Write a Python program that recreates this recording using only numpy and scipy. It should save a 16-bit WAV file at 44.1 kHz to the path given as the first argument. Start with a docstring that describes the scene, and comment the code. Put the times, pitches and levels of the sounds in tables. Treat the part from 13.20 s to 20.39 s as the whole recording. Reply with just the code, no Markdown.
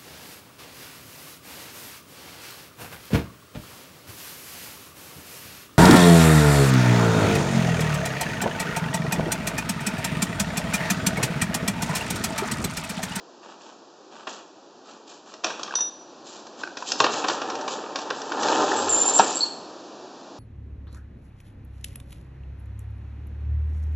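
"""Faint rustling and a knock in a hushed, bare room, then a glass sliding door is unlatched and opened.
The latch snaps and its steel lever pings; the door jolts loose, the pane knocking in its metal frame.
The rollers rumble over grit, the seal scrapes and the wheels squeak until the door bumps its stop.
The wash of the town comes in through the gap."""
import sys
import numpy as np
from scipy import signal
from scipy.io import wavfile
from scipy.ndimage import uniform_filter1d

SR = 44100
rng = np.random.default_rng(int(sys.argv[2]) if len(sys.argv) > 2 else 0)


def wav_record(signal):
    """Record a signal, one row per channel, as 16-bit PCM in the file named by sys.argv[1]."""
    frames = np.transpose(np.atleast_2d(signal))
    bounded = np.clip(frames, -1, 1)
    # unit amplitude maps onto the largest positive 16-bit level
    quanta = np.round(bounded * 32767).astype(np.int16)
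    wavfile.write(sys.argv[1], SR, quanta)


N = 317032
TIME = np.arange(N) / SR


def amp(db):
    """Decibels to gain."""
    return 10 ** (np.asarray(db) / 20)


def unit_rms(x):
    """Scales to rms 1."""
    return x / np.sqrt(np.mean(x ** 2) + 1e-20)


def log_interp(points, hz):
    """Interpolates a table on a log-frequency axis."""
    table_hz, values = np.transpose(points)
    return np.interp(np.log(hz + 1), np.log(table_hz + 1), values)


def gain_curves(rows):
    """One gain curve per dB column, silent outside the table."""
    times_s, *columns_db = np.transpose(rows)
    return [amp(np.interp(TIME, times_s, db, left=-120, right=-120)) for db in columns_db]


def add(mix, start_s, sound):
    """Mixes a sound in at start_s."""
    part = mix[max(round(start_s * SR), 0):][:len(sound)]
    part += sound[:len(part)]


def colour(x, spectrum, peaks=()):
    """Minimum-phase filter: smooth spectrum plus resonant peaks; output rms 1."""
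    hz = abs(np.fft.fftfreq(8192, 1 / SR))
    peaks_db = sum(db / (1 + (2 * (hz - centre) / width) ** 2) for centre, width, db in peaks)
    log_gain = np.log(amp(log_interp(spectrum, hz) + peaks_db))
    response = np.fft.ifft(np.exp(np.conj(signal.hilbert(log_gain)))).real
    return unit_rms(signal.oaconvolve(x, response[:len(hz) // 2])[:len(x)])


def ring(modes, rise_s, samples=SR):
    """Sum of decaying tones with a short rise."""
    t = TIME[:samples]
    tones = sum(amp(db - 60 * t / t60) * np.sin(2 * np.pi * hz * t) for hz, db, t60 in modes)
    return (1 - np.exp(-t / rise_s)) * tones


def grit(per_s, spread_db):
    """Random tiny impacts, a few much larger than the rest."""
    sizes = amp(spread_db * np.minimum(rng.exponential(1, N), 4))
    return unit_rms(sizes * rng.choice([-1, 1], N) * (rng.random(N) < per_s / SR))


def stroke(t, length_s, attack_s, release_s):
    """Rubbing envelope: swells, holds until length_s, dies away."""
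    return np.clip(t / attack_s, 0, 1) * np.exp(-np.maximum(t - length_s, 0) / release_s)


def chatter(force, spectrum):
    """Burst of tiny contacts, as strong as the force between the parts."""
    burst = colour(rng.choice([-1., 1.], len(force)) * force, spectrum)
    return burst * np.sqrt(np.mean(force ** 2))


# Room decay: (frequency [Hz], t60 [s])
ROOM_DECAY = [(100, 0.96), (300, 0.65), (1000, 0.51), (3000, 0.69), (5000, 0.47), (8000, 0.6)]

def room(x, tail_db, shiver_db, shiver_t60_s=.081):
    """Direct sound, short shiver of the pane and tail of the bare room."""
    t = TIME[:SR]
    hz, frame_s, noise = signal.stft(rng.standard_normal(SR), SR, nperseg=256)
    decay = amp(-60 * frame_s / log_interp(ROOM_DECAY, hz)[:, None])
    tail = signal.istft(noise * decay, SR, nperseg=256)[1][:SR]
    tail *= np.clip(t / .014, 0, 1)
    shiver = rng.standard_normal(SR) * amp(-60 * t / shiver_t60_s) * (t > .002)
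    response = amp(tail_db) * tail / np.linalg.norm(tail)
    response += amp(shiver_db) * shiver / np.linalg.norm(shiver)
    return x + signal.fftconvolve(x, response)[:N]


# Indoor and town spectra: (frequency [Hz], relative density [dB])
HUSH_SPECTRUM = [(25, -38), (70, -33), (130, -18.5), (220, -7.5), (320, 1.5), (430, -1.5), (700, -3),
                 (1100, -6.5), (1700, -15), (3000, -18.5), (5000, -17), (7400, -22.5), (8200, -47.5)]
TOWN_SPECTRUM = [(25, -21.5), (70, -27.5), (130, -16.5), (220, -5), (345, 1.5), (430, -5), (700, -2.5),
                 (1100, -8), (1700, -16), (3000, -20), (4600, -17.5), (7400, -25), (8200, -50)]
# Background: (time [s], hush level [dB], town level [dB])
AIR_LEVELS = [(0, -49, -83), (3, -50.5, -47), (4.001, -43, -45), (6.401, -44.5, -42), (7.19, -54, -43.5)]

def air():
    """Hush of the room; the town grows as the gap widens."""
    hush_gain, town_gain = gain_curves(AIR_LEVELS)
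    hush = hush_gain * colour(rng.standard_normal(N), HUSH_SPECTRUM)
    town = town_gain * colour(rng.standard_normal(N), TOWN_SPECTRUM)
    return hush + town


def pane_hum(level_db=-54, mode_hz=88, q=6, fastest_s=5.6, spread_s=.24):
    """The lowest mode of the pane hums while the door runs fast."""
    b, a = signal.iirpeak(mode_hz, q, SR)
    hum = unit_rms(signal.lfilter(b, a, signal.lfilter(b, a, rng.standard_normal(N))))
    return amp(level_db) * np.exp(-((TIME - fastest_s) / spread_s) ** 2) * hum


# Sliding friction: (frequency [Hz], relative density [dB])
SCRAPE_SPECTRUM = [(40, -69), (300, -33), (1400, -9.5), (2600, 2), (4000, 4), (6000, 2), (7500, 4),
                   (8200, -22.5)]

def scrape(per_s, spread_db):
    """Dense tiny impacts hiss between sliding surfaces."""
    return colour(grit(per_s, spread_db), SCRAPE_SPECTRUM)


# Brushed cloth: (frequency [Hz], relative density [dB])
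CLOTH_SPECTRUM = [(60, -51.5), (200, -3.5), (500, -2.5), (1100, 0.5), (1800, -7), (3000, -9), (8000, -28.5)]
# Sleeve and hand strokes, and a brief noisy tail after the knock at 1.07 s: (time [s], length [s], cloth level
# [dB], hand level [dB])
RUSTLE_STROKES = [(.21, .1, -40.5, -56), (.39, .11, -46, -53), (.9, .12, -41.5, -56),
                  (1.065, .08, -38.5, -41.5), (1.64, .09, -42, -51.5), (1.86, .06, -44, -45),
                  (2.05, .08, -44, -52), (2.23, .08, -32, -42), (2.37, .24, -38.5, -54),
                  (3.04, .14, -46, -44), (3.37, .04, -38, -43)]

def rustle(cloth_trim_db=-5, hand_trim_db=-3):
    """Clothes brush and a hand slides on the frame."""
    cloth_gain, hand_gain = np.zeros((2, N))
    for start_s, length_s, cloth_db, hand_db in RUSTLE_STROKES:
        envelope = stroke(TIME[:SR], length_s, attack_s=.03, release_s=.05)
        add(cloth_gain, start_s, amp(cloth_db + cloth_trim_db) * envelope)
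        add(hand_gain, start_s, amp(hand_db + hand_trim_db) * envelope)
    cloth = cloth_gain * colour(grit(per_s=1500, spread_db=4.5), CLOTH_SPECTRUM)
    hand = hand_gain * scrape(per_s=8000, spread_db=6)
    return room(cloth + hand, tail_db=-10.5, shiver_db=-10)


# Loose-part clack and hard-contact crack: (frequency [Hz], relative density [dB])
CLACK_SPECTRUM = [(40, -55.5), (150, -23.5), (350, -2.5), (700, -8), (1100, -1), (1700, -3.5), (2600, -7),
                  (4000, -14.5), (8000, -44)]
CRACK_SPECTRUM = [(40, -73.5), (200, -49), (500, -26.5), (1500, -7.5), (2500, -0.5), (4000, 6.5),
                  (6000, 10.5), (8000, -11.5)]

def contact(force, clack_db, crack_db):
    """Parts meet with a midrange clack and a bright crack."""
    clack = amp(clack_db) * chatter(force, CLACK_SPECTRUM)
    crack = amp(crack_db) * chatter(force, CRACK_SPECTRUM)
    return clack + crack


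# Frame slips: (time [s], level [dB], pitch [Hz])
FRAME_SLIPS = [(2.508, -27, 1630), (2.523, -26, 1460), (2.538, -22, 1048), (2.587, -26, 1010),
               (3.435, -16.5, 1540), (3.474, -26, 1464), (3.624, -19.5, 1003), (3.865, -13, 1020),
               (4.908, -20, 1607), (5.119, -21.5, 1424), (5.324, -13, 867), (5.518, -15, 1780)]

def creaks(rise_s=.0014):
    """The frame slips under load; each slip sings for a few cycles over a little chatter."""
    out, t = np.zeros(N), TIME[:SR // 4]
    force = t / rise_s * np.exp(1 - t / rise_s)
    for start_s, db, hz in FRAME_SLIPS:
        tone = force * np.sin(2 * np.pi * hz * t)
        add(out, start_s, amp(db) * (tone + contact(force, clack_db=-8, crack_db=-20)))
    return room(out, tail_db=-11, shiver_db=-13)


# Wheel slips: (time [s], length [s], level [dB], pitch [Hz])
WHEEL_SLIPS = [(5.56, .045, -31, 7600), (5.688, .025, -19, 7360), (5.716, .036, -13.5, 7255),
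               (5.758, .07, -22.5, 7300), (5.85, .05, -21.5, 7290), (5.932, .048, -18, 7410),
               (6.05, .06, -34, 7160), (6.14, .035, -26, 7550), (6.15, .03, -40, 4620),
               (6.203, .042, -21, 4390)]
# Close tones near 4.3 kHz after the last squeak: (frequency [Hz], level [dB], t60 [s])
SQUEAK_RING_MODES = [(4247, -30, .3), (4320, -27, 0.33), (4400, -29, 0.38), (4500, -32, .38),
                     (4495, -30.5, .16)]

def squeaks(sag_per_s=.2, waver=.013, flutter_db=4.5, linger_start_s=6.213):
    """Stick-slip makes a wheel sing at an unsteady, sagging pitch; tones linger after the last squeak."""
    out, lingering = np.zeros((2, N))
    t = TIME[:SR // 4]
    for start_s, length_s, db, hz in WHEEL_SLIPS:
        slow_noise = uniform_filter1d(uniform_filter1d(rng.standard_normal((2, len(t))), 110), 70)
        drift, flutter = map(unit_rms, slow_noise)
        cycles = np.cumsum(hz * (1 - sag_per_s * t + waver * drift)) / SR
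        envelope = amp(db + flutter_db * flutter) * stroke(t, length_s, attack_s=.014, release_s=.008)
        add(out, start_s, envelope * np.sin(2 * np.pi * cycles))
    add(lingering, linger_start_s, ring(SQUEAK_RING_MODES, rise_s=.002))
    return lingering + room(out, tail_db=-7, shiver_db=-8)


# Door travel (starts, slows, is pushed hard, runs out): (time [s], level [dB])
TRAVEL_LEVELS = [(3.55, -54), (3.72, -39.5), (3.79, -38.5), (3.85, -30.5), (4.12, -32), (4.54, -33.5),
                 (4.68, -38.5), (5.1, -35.5), (5.24, -24), (5.41, -21.7), (5.58, -26), (5.95, -30),
                 (6.1, -30), (6.22, -38), (6.38, -54)]
# Roller rumble: (frequency [Hz], relative density [dB])
RUMBLE_SPECTRUM = [(25, -51.5), (55, -51), (100, -14.5), (160, -12.5), (250, 1.5), (500, 3.5), (1000, 5.5),
                   (1400, -0.5), (1900, -12.5), (2800, -18.5), (8000, -34)]
# Pane and frame resonances: (frequency [Hz], width [Hz], boost [dB])
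DOOR_RESONANCES = [(222, 23, 4.5), (305.4, 29, 8.5), (620, 110, 3), (892, 49, 5), (1750, 200, 7),
                   (2600, 200, 4.5)]
# Seal drags: (time [s], length [s], level [dB])
SEAL_DRAGS = [(3.57, .08, -46), (3.658, .055, -30.5), (3.778, .03, -29), (3.895, .1, -33), (4.06, .07, -35),
              (4.48, .05, -32.5), (4.75, .07, -42), (4.92, .25, -45.5), (5.19, .95, -33), (6.15, .12, -41)]

def rollers(rumble_db=-.7, rattle_db=-11, scrape_db=-16.5, drag_db=-2):
    """Grit under the wheels shakes the door, the loose pane rattles, the seal scrapes the track."""
    travel, = gain_curves(TRAVEL_LEVELS)
    drag = sum(amp(db) * stroke(TIME - start_s, length_s, attack_s=.025, release_s=.028)
               for start_s, length_s, db in SEAL_DRAGS)
    rumble = amp(rumble_db) * colour(grit(per_s=1400, spread_db=2.5), RUMBLE_SPECTRUM, DOOR_RESONANCES)
    rattle = amp(rattle_db) * colour(grit(per_s=70, spread_db=2.5), CLACK_SPECTRUM)
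    seal_gain = np.hypot(amp(scrape_db) * travel, amp(drag_db) * drag)
    seal = seal_gain * scrape(per_s=5000, spread_db=4.5)
    return room(travel * (rumble + rattle) + seal, tail_db=-8.5, shiver_db=-6.5)


# Lever strikes: (time [s], level [dB])
LEVER_STRIKES = [(2.553, -18), (2.606, -16.5)]
# Lever modes: (frequency [Hz], level [dB], t60 [s])
LEVER_MODES = [(3666, -16, 0.46), (5880, 1, 0.22), (5882, -19.5, 0.81), (5925, -14, .25), (6180, -6, 0.069)]

def latch():
    """The sprung steel lever pings close by as it flips over and bounces."""
    out = np.zeros(N)
    for start_s, db in LEVER_STRIKES:
        add(out, start_s, amp(db) * ring(LEVER_MODES, rise_s=.00086))
    return room(out, tail_db=-13, shiver_db=-15)


# Final bump, a faint deep thump under a short midrange ring: (frequency [Hz], level [dB], t60 [s])
BUMP_TONES = [(50, -28, 0.054), (208, -26, 0.17), (417, -20, 0.11), (790, 0.5, 0.031), (901, -1, 0.05),
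              (1307, -11.5, 0.056), (1647, -15.5, 0.053), (2490, -23, .07)]

def end_stop(touch_s=5.9895, touch_decay_s=.011, bump_s=5.9955, bump_db=1.5,
             shake_db=-20, shake_decay_s=.045):
    """The frame touches the end of the track with a crack, bumps home, and the pane shakes."""
    out, t = np.zeros(N), TIME[:SR]
    add(out, touch_s, contact(np.exp(-t / touch_decay_s), clack_db=-18, crack_db=-18))
    bump = amp(bump_db) * ring(BUMP_TONES, rise_s=.001)
    shake = amp(shake_db) * chatter(np.exp(-t / shake_decay_s), CLACK_SPECTRUM)
    add(out, bump_s, bump + shake)
    return room(out, tail_db=-19, shiver_db=-23)


# Pane boom: (frequency [Hz], relative density [dB])
BOOM_SPECTRUM = [(30, -41.5), (60, -35.5), (110, -15), (250, -7), (500, 5), (900, 1.5), (1800, -13.5),
                 (8000, -54)]
# Frame and metal fitting modes: (frequency [Hz], level [dB], t60 [s])
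FRAME_MODES = [(430, -18, .04), (700, -14, .03), (930, -10, .04), (1060, -5.5, .036), (1450, -14, .022)]
FITTING_MODES = [(2460, -7, .022), (2750, -12, .02), (3620, -10, .03), (4150, -13, .04)]

def knock(level_db, treble_db, rise_s, ring_db=0, boom_db=-22, boom_decay_s=.038):
    """One blow: parts clack and crack, frame and fittings ring, the pane booms after."""
    t = TIME[:SR // 4]
    force = t / rise_s * np.exp(1 - t / rise_s)
    impact = contact(force, clack_db=-7, crack_db=treble_db - 8)
    boom_envelope = (1 - np.exp(-t / rise_s)) * np.exp(-t / boom_decay_s)
    boom = amp(boom_db) * chatter(boom_envelope, BOOM_SPECTRUM)
    frame = ring(FRAME_MODES, rise_s, len(t))
    fittings = amp(min(treble_db, 0)) * ring(FITTING_MODES, rise_s, len(t))
    return amp(level_db) * (impact + boom + amp(ring_db) * (frame + fittings))


# Latch, pane and frame knocks: (time [s], level [dB], treble [dB])
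DOOR_KNOCKS = [ (1.070, -20, -16), (2.138, -32, 0), (2.237, -22, -8), (2.243, -11.5, -1), (2.266, -22, -2),
               (2.302, -20.5, -15), (2.394, -27, -8), (2.4315, -25.5, 9), (2.476, -26, -14),
               (2.554, -24, 8), (2.604, -26.5, -3), (3.267, -35, 0), (3.57, -22.5, -2), (3.718, -17.5, 9),
               (3.8405, -6, -10.5), (3.862, -16, -15), (3.935, -19, -8.5), (4.040, -13.5, -20),
               (4.083, -12, -3), (4.097, -13, -16), (4.215, -17, -11), (4.299, -19, -4.5), (4.352, -25, -1),
               (4.410, -28.5, -1), (4.478, -17, -7.5), (4.757, -15.5, -3.5), (4.787, -23, -4),
               (4.903, -16, -8), (5.016, -29, 4), (5.118, -19, -11), (5.231, -15, -2), (5.284, -15, -3),
               (5.886, -21, 2)]
# Door breaking free: (time [s], level [dB], treble [dB], rise [s], extra ring [dB])
RELEASE_JOLT = (3.802, -1.5, -6.5, .0011, 4)

def knocks(base_rise_s=.0023, treble_scale_db=35):
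    """The latch is worked, the door jolts free, and the pane knocks at each bump of the track."""
    out = np.zeros(N)
    for start_s, db, treble_db in DOOR_KNOCKS:
        rise_s = base_rise_s * np.exp(-treble_db / treble_scale_db)  # brighter is quicker
        add(out, start_s, knock(db, treble_db, rise_s))
    jolt_s, *jolt = RELEASE_JOLT
    add(out, jolt_s, knock(*jolt))
    return room(out, tail_db=-6.5, shiver_db=-9)


def scene():
    """All sources at one microphone, on two identical channels."""
    door = knocks() + creaks() + latch() + end_stop() + rollers() + pane_hum() + squeaks()
    mono = door + rustle() + air()
    return np.array([mono, mono])


def record(dry, low_cut_hz=70, notch_hz=2100, notch_q=2.58, high_cut_hz=8150):
    """A small camera drops deep bass, notches the upper mids, clips at full scale and cuts the top."""
    thin = signal.sosfilt(signal.butter(2, low_cut_hz, "highpass", fs=SR, output="sos"), dry)
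    notched = signal.lfilter(*signal.iirnotch(notch_hz, notch_q, SR), thin)
    low_pass = signal.firwin(401, high_cut_hz, window=("kaiser", 9), fs=SR)
    return signal.oaconvolve(np.clip(notched, -1, 1), low_pass[None], "same")


dry = scene()
out = record(dry)
wav_record(out)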